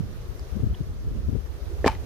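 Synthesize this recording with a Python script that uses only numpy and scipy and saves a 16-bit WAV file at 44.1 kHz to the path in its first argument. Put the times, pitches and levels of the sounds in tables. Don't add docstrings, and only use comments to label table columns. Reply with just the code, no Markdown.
import sys
import numpy as np
from scipy import signal
from scipy.fft import rfft, irfft
from scipy.io import wavfile
from scipy.ndimage import uniform_filter1d

SR = 44100
rng = np.random.default_rng(int(sys.argv[2]) if len(sys.argv) > 2 else 0)


def boost_factor(decibels):
    exponent = np.asarray(decibels, float) / 20
    return 10 ** exponent


def wav_record(signal):
    frames = np.transpose(np.atleast_2d(signal))
    bounded = np.clip(frames, -1, 1)
    quanta = np.round(bounded * 32767).astype(np.int16)
    wavfile.write(sys.argv[1], SR, quanta)


N = 90757
LEFT_RIGHT = np.array([[1], [-1]])

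# start_s, push_ms, stack_thud_db, log_ring_db, bark_crack_db
CONTACTS = [(1.8431, .4, -6.5, -34, -52), (1.8512, .56, -42, -26.5, -50), (1.8601, 1.0, -22, -8, -30),
            (1.8624, .66, -6.7, -19, -27), (1.8645, .6, -36, -40, -40), (1.8668, .47, -14.5, -36, -40),
            (1.8711, .6, -16, -29, -29), (1.874, .3, -16.5, -29, -28), (1.8778, .45, -27, -10.5, -18),
            (1.887, .72, -43, -24, -46), (1.8973, .68, -33, -24, -46), (1.9184, .31, -34, -28, -42),
            (1.9239, .9, -36, -21, -50), (1.948, .4, -40, -36, -45)]
# pitch_hz, level_db, t60_s
STACK_MODES = [(290, -16, .06), (437, 2.6, .0137), (635, -1.3, .011), (790, -13, .03), (1757, -12, .04),
               (2027, -15, .018)]
# pitch_hz, level_db, t60_s
LOG_MODES = [(835, -10, .08), (888, -7.5, .12), (1121, 5.7, .0092), (1219, -6, .018), (1652, 2.4, .008),
             (2450, 7, .011), (3077, 3, .011), (5515, -6, .008)]


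def in_time(rows):
    s, *columns = np.transpose(rows)
    return np.array([np.interp(np.arange(N) / SR, s, c) for c in columns])


def at_hz(points, hz):
    point_hz, value = np.array(points)[:, 0], np.array(points)[:, 1]
    return np.interp(np.log(hz), np.log(point_hz), value)


def rms_one(x):
    return x / np.sqrt(np.mean(x ** 2) + 1e-20)


def drift(rate_hz):
    r = np.exp(-80 * np.pi * rate_hz / SR)
    chance = rng.standard_normal(N // 40 + 2002)
    slow = signal.lfilter([1], [1, -2 * r, r * r], chance)[2000:]
    return np.interp(np.arange(N) / 40, np.arange(len(slow)), rms_one(slow))


def ring(force, hz, t60):
    r = boost_factor(-60 / (t60 * SR))
    w = 2 * np.pi * hz / SR
    return signal.lfilter([0, np.sin(w)], [1, -2 * r * np.cos(w), r * r], force + 1e-18)


def coloured(spectrum):
    hz = np.maximum(np.fft.rfftfreq(N, 1 / SR), 1)
    gain = boost_factor(at_hz(spectrum, hz) - 40 * (hz < 15))
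    return rms_one(irfft(rfft(rng.standard_normal((2, N))) * gain, N))


def burst(s, hz, length, phase):
    t = np.arange(N) / SR - s
    swell = np.exp(-2 * np.minimum((t / length) ** 2, 50))
    return swell * np.cos(2 * np.pi * hz * t + phase)


def wood_knocks():
    mode_spread_db, mode_side = .5, .11
    grip_s, grip_takes_s, grip_db = 1.9015, .004, -12
    out, t = np.zeros((2, N)), np.arange(N) / SR
    s, ms, thud_db, ring_db, _ = np.transpose(CONTACTS)
    push = np.sin(np.pi * np.clip((t - s[:, None]) / (ms[:, None] * 1e-3), 0, 1))
    push = push / push.sum(axis=1, keepdims=True)
    end = np.arange(len(s))
    for k, (hz, db, t60) in enumerate(STACK_MODES + LOG_MODES):
        strength, side = rng.standard_normal((2, len(s)))
        hit_db = thud_db if k < len(STACK_MODES) else ring_db
        flip = (-1.) ** (1 + k * (end + 1))
        level = boost_factor(db + hit_db + mode_spread_db * strength) * flip
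        out += ring((level * (1 + mode_side * side * LEFT_RIGHT)) @ push, hz, t60)
    return out * boost_factor(grip_db * np.clip((t - grip_s) / grip_takes_s, 0, 1))


def bark_cracks():
    rise_s, t60_s = .0008, .011
    t, swell = np.arange(N) / SR, 0
    for s, _, _, _, crack_db in CONTACTS:
        rise = np.clip((t - s) / rise_s, 0, 1)
        swell = swell + rise * boost_factor(crack_db - 60 * np.clip(t - s, 0, 1) / t60_s)
    mid, side = coloured([(300, -20), (1200, 0), (4800, 0), (9000, -14), (16000, -21)])
    return swell * (mid + side * LEFT_RIGHT)


def bark_grinding():
    grits_per_s, grit_in_wood_db = 4000, -32
    # start_s, level_db
    grinding = [
        (1.84, -83),
        (1.846, -41),
        (1.86, -45.5),
        (1.872, -26.5),
        (1.885, -37),
        (1.91, -42),
        (1.96, -56),
        (2.0, -75),
    ]
    t = np.arange(N) / SR
    hits = rng.random((2, N)) < grits_per_s / SR
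    size = boost_factor(7.4 * np.minimum(rng.exponential(1, (2, N)), 2))
    grit = hits * size * rng.choice([-1, 1], (2, N))
    band = signal.butter(2, [600, 3600], "band", fs=SR, output="sos")
    grit = rms_one(signal.sosfilt(band, grit + grit[0]))
    grit = boost_factor(in_time(grinding)) * (t > grinding[0][0]) * grit
    out = grit.copy()
    for hz, db, t60 in STACK_MODES + LOG_MODES:
        out += boost_factor(db + grit_in_wood_db) * ring(grit, hz, t60)
    return out


def log_set_down():
    high_pass = signal.butter(2, 175, "high", fs=SR, output="sos")
    return signal.sosfilt(high_pass, wood_knocks() + bark_cracks() + bark_grinding())


def short_ticks():
    split_per_s, split_most = 22.5, .046
    # start_s, level_db, pitch_hz,
    # length_s
    small_ticks = [(.3954, -40.5, 4900, .0014), (0.396, -45, 7400, 0.0003), (0.395, -44, 1200, 0.00084),
                   (.746, -43.5, 3130, 0.0029), (.747, -42, 920, 0.0023), (0.75, -48, 2000, 0.00073),
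                   (0.751, -50, 3400, .0015), (0.106, -50, 4000, .0006), (.471, -49, 880, .002),
                   (1.707, -40, 367, 0.0186), (1.952, -43, 1960, 0.002), (1.952, -47, 4000, .001),
                   (2.052, -49, 2500, .0006), (2.053, -31, 250, .003), (1.927, -40, 820, .004),
                   (1.954, -34, 280, .002)]
    out = 0
    for s, db, hz, length in small_ticks:
        a, b = rng.uniform(0, 2 * np.pi, 2)
        split = min(split_per_s * length, split_most)
        upper = burst(s, hz * (1 + split), length, a)
        lower = burst(s + length * .5, hz * (1 - split), length, b)
        out = out + boost_factor(db) * (upper + split / split_most * lower)
    return out


def eddies(rows, tearing):
    swing_trim_db, swing_cycles, tear_s = -1, 1.28, .016
    out = 0
    for s, db, hz, tear_db in rows:
        turn = rng.uniform(0, 2 * np.pi)
        swing = boost_factor(db + swing_trim_db) * burst(s, hz, swing_cycles / hz, turn)
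        out = out + swing + boost_factor(tear_db) * burst(s, 0, tear_s, 0) * tearing
    return out


def wind():
    # start_s, left_db, right_db
    gust_rows = [(0, -37, -34.5), (.15, -43.5, -40.5), (.3, -41.5, -58), (.5, -49, -60), (.6, -31, -47),
                 (.76, -41.5, -54), (1.0, -40.5, -41), (1.1, -34, -35), (1.3, -39.5, -37.5),
                 (1.45, -56, -69), (1.7, -56, -47), (2.06, -44, -40.5)]
    # pitch_hz, level_db per Hz
    wind_spectrum = [(20, -5), (40, 2), (75, 1), (150, -9), (300, -37.5), (1000, -100)]
    # pitch_hz, level_db per Hz
    flutter_spectrum = [(60, 0), (190, 6), (300, -4), (520, -17), (900, -41), (2000, -100)]
    # start_s, swing_db, pitch_hz, tearing_db
    left_eddies = [(0.039, -28, 94.5, -37), (0.253, -27, 66, -69), (0.294, -22, 70, -70),
                   (0.357, -27, 77, -56), (0.424, -23, 65.4, -62), (0.498, -46, 63, -53),
                   (0.533, -17.5, 70.6, -35.5), (0.567, -28, 105, -22.5), (0.608, -27, 107, -47),
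                   (0.639, -9.5, 116, -23.5), (0.669, -14, 96, -25.5), (0.714, -16.5, 64, -32.5),
                   (0.81, -17.5, 127, -27.5), (0.905, -21, 83, -48), (1.082, -17, 76, -58),
                   (1.144, -32, 99, -59), (1.201, -24, 99, -41), (1.29, -15.5, 89, -22.5),
                   (1.331, -18, 75, -25.5), (1.357, -39, 149, -18.5), (1.387, -16, 50.6, -36),
                   (1.416, -25, 78, -39.5), (1.452, -22, 63.4, -46), (1.627, -21.5, 58, -45),
                   (1.739, -24.5, 73, -43), (1.809, -21.5, 71.5, -37), (1.862, -26, 97, -68),
                   (1.896, -20, 87, -33)]
    # start_s, swing_db, pitch_hz, tearing_db
    right_eddies = [(0.006, -16, 149, -28.5), (0.039, -19.5, 90, -52), (0.41, -28.5, 55, -57),
                    (0.609, -17.5, 74, -47), (0.671, -20, 63, -43), (0.704, -17.5, 71, -35),
                    (0.731, -21, 86, -33.5), (0.822, -33, 57.7, -42), (0.871, -44, 84, -36),
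                    (0.899, -24.5, 83, -46), (0.956, -37, 67.5, -47), (1.013, -29, 83, -39.5),
                    (1.076, -16.5, 73, -53), (1.155, -22.5, 78.5, -33), (1.187, -18.5, 51.6, -64),
                    (1.238, -24, 66.6, -43), (1.267, -21, 60, -43), (1.504, -20.5, 66, -51),
                    (1.554, -24, 52, -62), (1.622, -57, 62.7, -47), (1.673, -24.5, 71.4, -62),
                    (1.701, -26, 63.6, -56), (1.744, -19, 71, -57), (1.77, -29, 51, -68),
                    (1.819, -20, 61, -48), (1.866, -17, 71, -68), (1.915, -21, 54, -44),
                    (2.002, -21, 66.4, -53)]
    gust = in_time(gust_rows) + 40
    bed_db = -34 + .34 * gust + 1.63 * np.array([drift(26), drift(35)])
    flutter_db = -47 + 2.2 * gust + 2.2 * np.array([drift(41), drift(15)])
    steady = boost_factor(bed_db) * coloured(wind_spectrum) + boost_factor(flutter_db) * coloured(flutter_spectrum)
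    tearing = coloured(flutter_spectrum)
    tearing = tearing / np.sqrt(uniform_filter1d(tearing ** 2, size=500) + .03)
    return steady + np.array([eddies(left_eddies, tearing[0]), eddies(right_eddies, tearing[1])])


def far_yard():
    # pitch_hz, level_db per Hz
    far_spectrum = [(150, -11.5), (390, 0), (900, -14), (1350, -14), (2300, -21), (6200, -24), (7600, -32),
                    (15500, -29.5)]
    # pitch_hz, correlation (-1 to 1)
    likeness = [(60, 0.06), (180, 1), (550, 0.39), (1650, 0.0013), (4970, -0.13), (15000, 0.14)]
    # pitch_hz, left_over_right_db
    balance = [(200, -2), (950, 0), (3800, -3), (15000, -2.5)]
    # start_s, level_db
    far_swell = [(0, 1), (.5, 2), (1.0, -1), (1.5, 0.5), (1.75, 2.5), (2.06, 3.5)]
    mid, side = rfft(coloured(far_spectrum))
    hz, out = np.fft.rfftfreq(N, 1 / SR), 0
    alike = np.clip(at_hz(likeness, hz + 1), -1, 1)
    tilt_db = at_hz(balance, hz + 1) * LEFT_RIGHT / 2
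    both = boost_factor(tilt_db) * (np.sqrt(1 + alike) * mid + np.sqrt(1 - alike) * side * LEFT_RIGHT)
    for octave in np.arange(6, 14.6, .5):
        share = np.clip(1 - abs(np.log2(hz + 1) - octave) * 2, 0, 1)
        out = out + boost_factor(1.1 * drift(22)) * irfft(both * share, N)
    return boost_factor(-51.5 + in_time(far_swell)) * out


def scene():
    return log_set_down() + short_ticks() + wind() + far_yard()


def low_pass(x):
    return signal.sosfilt(signal.butter(12, 15700, fs=SR, output="sos"), x)


def record(dry):
    top_cut = signal.cheby2(12, 60, 15800 * 1.024, fs=SR, output="sos")
    return low_pass(signal.sosfilt(top_cut, dry))


dry = scene()
out = record(dry)
wav_record(out)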